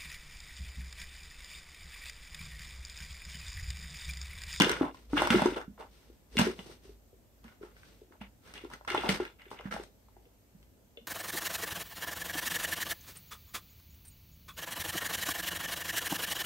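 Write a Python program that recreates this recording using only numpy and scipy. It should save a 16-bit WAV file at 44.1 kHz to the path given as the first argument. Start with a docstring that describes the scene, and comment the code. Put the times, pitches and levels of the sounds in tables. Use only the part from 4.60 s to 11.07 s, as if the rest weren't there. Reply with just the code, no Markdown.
"""Cluttered workshop, plank floor: a carved wooden puppet on strings is jumped and walked.
Hollow body and paws thump and joints clack: decaying sines, plus noise cracks on the joints.
Dragged parts chatter and rasp, and lifted ones rustle: sprayed knocks and shaped noise.
Sparse workshop echoes follow; a narrow low noise band near 54 Hz rises with the knocks.
Two spaced microphones add level and time differences and their own hiss."""
import sys
import numpy as np
from scipy import signal
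from scipy.fft import rfft, irfft, next_fast_len
from scipy.io import wavfile
from scipy.ndimage import uniform_filter1d

SR = 44100
rng = np.random.default_rng(int(sys.argv[2]) if len(sys.argv) > 2 else 0)


def bounce(signal):
    """Save signal as a 16-bit WAV file at the path given by the first command-line argument."""
    frames = np.transpose(np.atleast_2d(signal))
    limited = np.clip(frames, -1, 1)
    pcm = np.round(limited * 32767).astype(np.int16)
    wavfile.write(sys.argv[1], SR, pcm)


N = 285327

# Paw and body landings, levels before pan and echo: start_s, peak_db, pitch_hz
LANDINGS = [(0.0, -20, 192), (0.007, -17, 273), (0.068, -22, 380), (0.102, -23.5, 390), (0.21, -15.5, 308),
            (0.229, -24.5, 296), (0.531, -20.5, 299), (0.548, -27, 320.2), (0.617, -24.5, 336),
            (0.65, -27, 334), (0.704, -19.5, 226), (0.743, -13.5, 366), (0.756, -18.5, 208),
            (0.785, -31, 382), (0.819, -21, 218), (0.856, -13.5, 359), (0.921, -27, 330),
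            (0.967, -27.5, 393), (1.078, -36.5, 215), (1.199, -45, 460), (1.499, -46, 379),
            (1.754, -34.5, 413), (1.77, -24, 220), (1.792, -16.5, 215), (1.813, -22.5, 222),
            (1.868, -20, 362), (1.989, -43.5, 202), (2.061, -48, 410), (2.097, -43.5, 362),
            (2.251, -49, 396), (2.292, -44, 409), (2.529, -51, 435), (2.846, -46.5, 239),
            (3.011, -41.5, 414), (3.033, -38.5, 393), (3.416, -44.5, 390), (3.507, -51, 360),
            (3.61, -38.5, 200), (4.037, -37, 355), (4.049, -34, 360), (4.31, -34, 362), (4.343, -25.5, 368),
            (4.379, -25.5, 390), (4.442, -28, 340), (4.49, -21, 195), (4.6, -23, 370), (4.864, -49, 423),
            (4.913, -43, 410), (4.997, -42.5, 501), (5.054, -30, 190), (5.142, -38.5, 188),
            (5.197, -33.5, 393), (5.566, -53.5, 373), (5.661, -56, 447), (5.948, -48.5, 173),
            (6.373, -44, 503), (6.414, -53.5, 248)]
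# Joints knocking wood on wood: start_s, knock_peak_db, pitch_hz, crack_re_knock_db
JOINT_KNOCKS = [(0.0, -16, 950, 7), (0.008, -11, 2780, -12.5), (0.019, -10.5, 2060, -1.5),
                (0.045, -16.5, 3140, -14), (0.095, -17.5, 1500, -2.5), (0.115, -25, 1970, 3),
                (0.21, -25, 726, -53), (0.345, -40, 1017, -9), (0.532, -28.5, 950, -41),
                (0.569, -19, 1420, -30), (0.573, -21.5, 1250, -19), (0.577, -19.5, 3050, -22),
                (0.62, -12, 740, -14), (0.65, -28.5, 3000, -7), (0.672, -17, 920, -4.5),
                (0.704, -11, 2240, -7.5), (0.716, -29, 2080, -6.5), (0.749, -27, 2600, -15),
                (0.784, -23, 1410, -28), (0.793, -19.5, 710, -18), (0.819, -14.5, 764, -13),
                (0.859, -20.5, 970, -5), (0.969, -35, 1430, -23), (0.967, -36, 3400, -30),
                (1.014, -33.5, 1520, -12.5), (1.177, -46, 980, -23.5), (1.198, -41.5, 830, -10.5),
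                (1.769, -22, 2680, -0.5), (1.78, -16.5, 2880, -16), (1.788, -21.5, 1370, 5),
                (1.795, -17.5, 980, -1), (1.814, -20, 870, 0), (1.991, -35, 3030, -21),
                (2.842, -54.5, 950, 6.5), (2.88, -48, 2080, -10.5), (3.029, -44, 1580, -17),
                (3.166, -47, 1720, -19), (3.201, -61, 1500, -10), (3.232, -48, 1725, -21),
                (3.522, -50.5, 1500, -29), (3.613, -40.5, 800, -10), (3.938, -43.5, 2030, 6),
                (3.956, -41.5, 2520, -12), (3.978, -36.5, 2900, -11), (4.047, -41, 990, -4),
                (4.101, -43, 945, -1), (4.114, -39, 1070, -24), (4.136, -36.5, 1620, 0.5),
                (4.211, -40, 816, -31), (4.249, -41.5, 1150, -7), (4.278, -26.5, 1430, -21),
                (4.302, -24.5, 1900, -4), (4.318, -32.5, 2800, -1), (4.347, -17, 815, -16),
                (4.377, -20.5, 2860, -14), (4.435, -26.5, 810, -17), (4.491, -18.5, 2240, 2.5),
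                (4.503, -35, 2140, -10), (4.6, -30.5, 787, -38), (4.652, -31, 1940, -14),
                (4.676, -43.5, 2900, -21), (4.796, -49, 2080, -8), (4.818, -47, 2330, -4),
                (4.855, -46, 1990, -28), (4.905, -53.5, 3000, 9.5), (4.914, -34.5, 890, -11),
                (4.93, -40, 890, -10), (4.989, -37.5, 2420, -15), (4.996, -38.5, 810, -28),
                (5.009, -37, 1220, -11), (5.111, -32, 1650, -15), (5.124, -28, 1490, -18),
                (5.139, -32.5, 660, 0), (5.163, -28, 778, -24), (5.236, -47.5, 1505, 9),
                (5.485, -53.5, 950, -17.5), (5.566, -49, 790, -28), (5.654, -57, 2630, -12.5),
                (6.028, -55.5, 2700, -1.5), (6.372, -38, 2900, -20.5)]
# Hollow body modes: mode_hz, relative_db, t60_s
BODY_MODES = [(120, -24, .07), (172, -6, .09), (198, 0, .11), (226, 0, .09), (291, 0, .075), (325, -3, .06),
              (364, 0, .055), (405, 0, .05), (465, -3, .045), (555, -4, .035)]
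# Leg and joint modes: mode_hz, relative_db, t60_s
LIMB_MODES = [(623, 0, .03), (790, 0, .025), (890, 0, .022), (990, 0, .025), (1100, -3, .02),
              (1342, 1, .03), (1463, 1, .03), (1650, -1, .025), (1845, -3, .02), (2060, 1, .03),
              (2210, 0, .025), (2500, -3, .02), (2850, 3, .028), (3080, 0, .018), (3430, 2, .028),
              (3800, -5, .016), (4100, -7, .015), (5000, -9, .012)]
# Colour of cracks and rasp: freq_hz, relative_db
TREBLE_COLOUR = [(1500, -7.5), (4000, -7), (6000, -10), (7200, -18.5), (8800, -12), (10500, -27),
                 (13000, -19.5), (16000, -40.5)]
# Parts dragging after a move: start_s, length_s, level_db, pitch_hz, hiss_re_drag_db, rise_s
DRAGS = [(0.0, 0.25, -26.5, 1560, -9.5, 0.0026), (0.216, 0.12, -32.5, 1030, -23, .006),
         (0.552, 0.23, -28.5, 1540, -11.5, 0.03), (0.704, 0.3, -28.5, 1610, -7.5, 0.0037),
         (0.958, 0.11, -37.5, 1090, -15, 0.0048), (1.168, .13, -45.5, 1040, -15, 0.046),
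         (1.776, 0.18, -34.5, 1850, -2.5, 0.024), (1.986, 0.039, -50.5, 890, -22, .004),
         (2.045, 0.1, -61.5, 780, -1, .03), (2.825, 0.19, -59.5, 1506, -4.5, 0.035),
         (2.997, 0.17, -57, 1230, -6, 0.041), (3.513, 0.08, -57.5, 1150, -14, 0.01),
         (3.599, 0.1, -50.5, 2390, -15, 0.02), (3.823, 0.13, -61, 1740, -9.5, 0.08),
         (3.934, 0.17, -50.5, 2580, -14, 0.033), (4.077, 0.13, -54.5, 1350, -0.5, 0.066),
         (4.274, 0.48, -35.5, 1570, -10, 0.0039), (4.44, 0.084, -32.5, 860, -23, .008),
         (4.488, .11, -37.5, 2140, 4, 0.0035), (4.594, 0.1, -48, 1770, -8.5, 0.0091),
         (4.784, 0.21, -55, 2360, -33, .01), (4.908, 0.074, -50, 1250, -3.5, 0.011),
         (4.95, 0.12, -54.5, 2370, -15, 0.037), (5.03, 0.086, -48.5, 1670, -14, 0.038),
         (5.105, 0.15, -43, 1570, -3.5, 0.012)]
# Faint bright rustling of the lifted or swayed puppet: start_s, length_s, level_db
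LIFT_RUSTLES = [(0.308, 0.22, -60), (0.482, 0.29, -50), (1.252, 0.46, -64), (1.688, 0.37, -52),
                (1.93, 0.32, -55.5), (2.098, 0.086, -57), (2.211, 0.19, -60), (3.129, 0.25, -62.5),
                (3.219, 0.3, -63.5), (3.796, 0.36, -60.5), (3.94, 0.044, -58), (5.212, 0.1, -60.5)]
# Microphone level difference by band: freq_hz, left_re_right_db
MIC_BALANCE = [(150, -0.5), (1000, 0), (1650, -3), (2400, 1.5), (5000, 1.5), (6800, 4), (8800, 12),
               (10500, 8.5), (12500, 1.5), (15500, -6)]
# Workshop echo decay: freq_hz, t60_s
SHOP_DECAY = [(100, 0.24), (300, 0.22), (800, 0.26), (2000, 0.2), (5000, 0.3), (12000, 0.07)]
# Room tone and hiss spectrum: freq_hz, relative_db_per_hz
AIR_COLOUR = [(18, -42), (30, -18.5), (69, 3), (156, -16), (236, -5), (307, -13.5), (590, -15.5),
              (1200, -27), (4300, -31.5), (7850, -30.5), (10700, -36), (12900, -27), (15500, -34)]
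# Left-right likeness of the room tone: freq_hz, correlation_0_to_1
AIR_LIKENESS = [(60, .87), (130, .63), (290, .6), (640, .36), (1400, .05), (3000, 0)]
# Thin bands in the hiss: centre_hz, width_hz, rms_db
WHINE_BANDS = [(11400, 200, -98.5), (13330, 560, -92), (14005, 220, -98.5)]

CHATTER_PER_S, CHATTER_MAX = 1.9, 0.71  # knock share of a drag grows with its length
RUSTLE_TAPS_DB = -11  # tiny knocks under the rustle
RUMBLE_REST_DB, RUMBLE_DRIVE_DB = -70, -33  # resting level; gain on the part that follows the knocks
AIR_RMS_DB = -63.5
BASS_CUT_HZ, TREBLE_EDGE_HZ = 38.0, 15700


def thumps():
    """Soft, heavy blows excite only the low hollow modes; the deepest favour the right side."""
    out = np.zeros((2, N))
    chances = rng.standard_normal((len(LANDINGS), 2, len(BODY_MODES), 1))
    for (start_s, peak_db, pitch_hz), chance in zip(LANDINGS, chances):
        blow = ring(BODY_MODES, pitch_hz, octaves=.125, chance=chance,
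                    scatter_db=1.5, detune=.02, rise_s=.002)
        pan_db = read([(210, -3), (300, 1.5)], pitch_hz)
        add(out, start_s, gain_of(peak_db) * blow, pan_db, lag=9)
    return out


def clacks():
    """Hard, light blows: ringing limb modes plus a noise crack of a few milliseconds."""
    out = np.zeros((2, N))
    count = len(JOINT_KNOCKS)
    chances = rng.standard_normal((count, 2, len(LIMB_MODES), 1))
    t = np.arange(SR // 8) / SR
    cracks = colour(rng.standard_normal((count, len(t))) * np.exp(-t / .003), TREBLE_COLOUR)
    lags = rng.integers(-11, 15, count)  # random small time offset between the sides, in samples
    for (start_s, peak_db, pitch_hz, crack_db), chance, crack, lag in zip(
            JOINT_KNOCKS, chances, cracks, lags):
        knock = ring(LIMB_MODES, pitch_hz, octaves=.4, chance=chance,
                     scatter_db=2., detune=.015, rise_s=.00025)
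        crack = gain_of(crack_db) * crack / abs(crack).max()
        add(out, start_s, gain_of(peak_db) * (knock + crack), pan_db=1, lag=lag)
    return out


def ring(modes, near_hz, octaves, chance, scatter_db, detune, rise_s):
    """A blow rings the modes nearest its pitch; chance shifts and weights them. Peak 1."""
    mode_hz, mode_db, t60_s = np.transpose(modes)[:, :, None]
    t = np.arange(SR // 8) / SR
    nearness = 1 / (1 + (np.log2(mode_hz / near_hz) / octaves) ** 2)
    share = gain_of(mode_db + scatter_db * chance[0]) * nearness
    share = share * np.where(mode_hz > 600, np.sign(chance[1]), 1)  # high modes: either polarity
    waves = np.sin(2 * np.pi * mode_hz * (1 + detune * chance[1]) * t)
    decays = gain_of(-60 * t / t60_s)
    sound = (share * decays * waves).sum(0) * (1 - np.exp(-t / rise_s)) ** 2
    return sound / abs(sound).max()


def scuffs():
    """Tiny knocks and sliding-wood rasp swell and fade with each drag; rustles are mostly hiss."""
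    taps, rasp = tap_spray(), wood_rasp()
    hiss = evened(colour(rasp, TREBLE_COLOUR))
    out = np.zeros((2, N))
    for start_s, length_s, level_db, pitch_hz, hiss_db, rise_s in DRAGS:
        span = slice(round(start_s * SR), round((start_s + length_s) * SR))
        chatter = min(CHATTER_PER_S * length_s, CHATTER_MAX)
        rub_colour = [(60, -40), (pitch_hz / 3, -11), (pitch_hz, 0),
                      (pitch_hz * 1.5, -11), (pitch_hz * 4, -40)]
        rub = evened(colour(through_limbs(rasp[:, span]), rub_colour))
        tap_colour = [(pitch_hz / 4, -9), (pitch_hz, 0), (pitch_hz * 4, -6)]
        near_taps = evened(colour(taps[:, span], tap_colour))
        drag = chatter * near_taps + (1 - chatter) * rub + gain_of(hiss_db) * hiss[:, span]
        out[:, span] += gain_of(level_db) * swell(rub.shape[1], rise_s) * drag
    for start_s, length_s, level_db in LIFT_RUSTLES:
        span = slice(round(start_s * SR), round((start_s + length_s) * SR))
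        rustle = hiss[:, span] + gain_of(RUSTLE_TAPS_DB) * taps[:, span]
        out[:, span] += gain_of(level_db) * swell(rustle.shape[1], 0.23 * length_s) * rustle
    return out


def tap_spray():
    """About 240 random limb knocks per second, drawn from twelve voices, with echoes."""
    sizes = gain_of(3.2 * np.minimum(rng.exponential(1, N), 4)) * (rng.random(N) < 240 / SR)
    voice = rng.integers(0, 12, N)
    chances = rng.standard_normal((12, 2, len(LIMB_MODES), 1))
    taps = np.zeros(N)
    for k, chance in enumerate(chances):
        near_hz = 1500 * 2 ** chance[0, 0, 0]
        knock = ring(LIMB_MODES, near_hz, octaves=1.2, chance=chance,
                     scatter_db=4., detune=.02, rise_s=.0002)
        taps += signal.oaconvolve(sizes * (voice == k), knock[:2000])[:N]
    return evened(taps + shop(taps[None], wet_db=-4.0))


def wood_rasp():
    """Flickering friction noise; long waves reach both sides."""
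    flicker_db = 1.5 * evened(uniform_filter1d(rng.standard_normal(N), 300))
    rasp = rng.standard_normal((2, N)) * gain_of(flicker_db)
    return rasp + 0.82 * colour(rasp[::-1], [(500, 11), (1100, -27.0)])


def through_limbs(x):
    """Rubbing sets the limb modes singing, over a gain floor of .7 below the lowest and .3 above."""
    mode_hz, mode_db, t60_s = np.transpose(LIMB_MODES)[:, :, None]
    size = next_fast_len(x.shape[-1])
    hz = np.fft.rfftfreq(size, 1 / SR)
    peaks = np.sqrt((gain_of(2 * mode_db) / (1 + ((hz - mode_hz) * t60_s / 1.5) ** 2)).sum(0))
    response = np.maximum(peaks, np.where(hz < mode_hz[0], .7, .3))
    return irfft(rfft(x, size) * response, size)[..., :x.shape[-1]]


def swell(length, rise_s):
    """Rises for rise_s, held within 1 ms and 80 % of the span, then fades to nothing."""
    t = np.arange(length) / SR
    top_s = np.clip(rise_s, .001, .8 * t[-1])
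    rise = np.sin(np.pi / 2 * np.minimum(t / top_s, 1)) ** 2
    fade = (1 - np.clip((t - top_s) / (t[-1] - top_s), 0, 1)) ** 1.24
    return rise * fade


def turning_echoes(x, wet_db):
    """Three echo patterns take turns, weighted by 7 Hz cosines, so no single colour stands out."""
    turn = 2 * np.pi * 7 * np.arange(N) / SR
    return sum(shop(x * np.sqrt(2 / 3) * np.cos(turn + k * np.pi / 3), wet_db) for k in range(3))


def shop(x, wet_db):
    """Sparse echoes die band by band; long waves reach both microphones alike, short ones do not."""
    taps = np.zeros((2, SR // 2))
    at = np.arange(120, SR // 2 - 20, 20) + rng.integers(0, 20, (2, (SR // 2 - 121) // 20))
    np.put_along_axis(taps, at, rng.choice([-1., 1.], at.shape), 1)  # one echo per 20 samples
    hz, t, z = signal.stft(taps, SR, nperseg=512)
    same = read([(450, 1.0), (1200, 0.017)], hz).clip(0, 1)[:, None]
    z = np.array([z[0], same * z[0] + np.sqrt(1 - same ** 2) * z[1]])
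    decay = gain_of(-60 * t / read(SHOP_DECAY, hz)[:, None])
    tail = signal.istft(z * decay, SR, nperseg=512)[1]
    tail = tail / np.linalg.norm(tail[0])
    return gain_of(wet_db) * signal.fftconvolve(x, tail, axes=1)[:, :N]


def facing(x):
    """The left microphone faces the puppet: levels split by band, mean amplitude gain kept."""
    hz, db = np.transpose(MIC_BALANCE)
    mean_db = 20 * np.log10(np.cosh(db * np.log(10) / 40))
    left = colour(x[0], np.c_[hz, db / 2 - mean_db])
    right = colour(x[1], np.c_[hz, -db / 2 - mean_db])
    return np.array([left, right])


def rumble(knocks):
    """A narrow low rumble near 54 Hz that rises with the smoothed level of the knocks."""
    power = uniform_filter1d(uniform_filter1d(knocks ** 2, SR // 12), SR // 20)
    knock_level = np.sqrt(abs(power))
    level = gain_of(RUMBLE_REST_DB) + gain_of(RUMBLE_DRIVE_DB) * knock_level ** .6
    return level * band_noise(hz=54., width_hz=10.)


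def air():
    """Room tone and microphone hiss: partly shared noise, drifting patches, thin high bands."""
    frames, hz = N // 256 + 5, np.fft.rfftfreq(1024, 1 / SR)
    a, b, c, d, patches = rng.standard_normal((frames, 513, 5)).T
    patches_db = evened(uniform_filter1d(uniform_filter1d(patches, 12, 0), 14, 1))  # 1 dB rms
    same = np.clip(read(AIR_LIKENESS, hz), -1, 1)[:, None]
    left = a + 1j * b
    right = same * left + np.sqrt(1 - same ** 2) * (c + 1j * d)
    z = np.array([left, right]) * gain_of(read(AIR_COLOUR, hz)[:, None] + patches_db)
    tone = signal.istft(z, nperseg=1024, noverlap=768)[1][:, :N]
    whine = np.array([sum(gain_of(db) * band_noise(centre_hz, width_hz)
                          for centre_hz, width_hz, db in WHINE_BANDS) for side in "LR"])
    return gain_of(AIR_RMS_DB) * evened(tone) + whine


def band_noise(hz, width_hz):
    """Low-passed complex noise shifted up to one frequency, rms 1."""
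    r = np.exp(-np.pi * width_hz / SR)
    noise = rng.standard_normal(N) + 1j * rng.standard_normal(N)
    slow = signal.lfilter([1], [1, -2 * r, r * r], noise)
    return evened((slow * np.exp(2j * np.pi * hz * np.arange(N) / SR)).real)


def add(mix, start_s, sound, pan_db, lag):
    """Spaced-pair placing: pan_db is left minus right; left hears it lag samples after right."""
    waits = max(lag, 0), max(-lag, 0)
    for side, db, wait in zip(mix, (pan_db / 2, -pan_db / 2), waits):
        part = side[round(start_s * SR) + wait:][:len(sound)]
        part += gain_of(db) * sound[:len(part)]


def colour(x, points):
    """Shapes a spectrum by a table of freq_hz, gain_db."""
    size = next_fast_len(x.shape[-1])
    gain = gain_of(read(points, np.fft.rfftfreq(size, 1 / SR)))
    return irfft(rfft(x, size) * gain, size)[..., :x.shape[-1]]


def read(points, hz):
    """Interpolates a table on a log-frequency axis."""
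    f, value = np.transpose(points)
    return np.interp(np.log(hz + 1), np.log(f + 1), value)


def gain_of(db):
    """Decibels to amplitude factor."""
    return 10 ** (np.asarray(db) / 20)


def evened(x):
    """Scales to rms 1."""
    return x / np.sqrt(np.mean(x ** 2) + 1e-20)


def scene():
    """Blows, echoes and drags, over the low rumble and the room."""
    low, high = thumps(), clacks()
    echoes = turning_echoes(low, wet_db=-9) + turning_echoes(high, wet_db=-8)
    knocks = facing(low + high + echoes + scuffs())
    return knocks + rumble(knocks.mean(0)) + air()


def record(dry):
    """The microphone's bass roll-off, then a steep linear-phase treble limit."""
    bass_cut = signal.butter(3, BASS_CUT_HZ, "high", fs=SR, output="sos")
    thin = signal.sosfilt(bass_cut, dry)
    edge = signal.firwin(1535, TREBLE_EDGE_HZ, window=("kaiser", 9), fs=SR)
    return signal.oaconvolve(thin, edge[None], "same")


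dry = scene()
out = record(dry)
bounce(out)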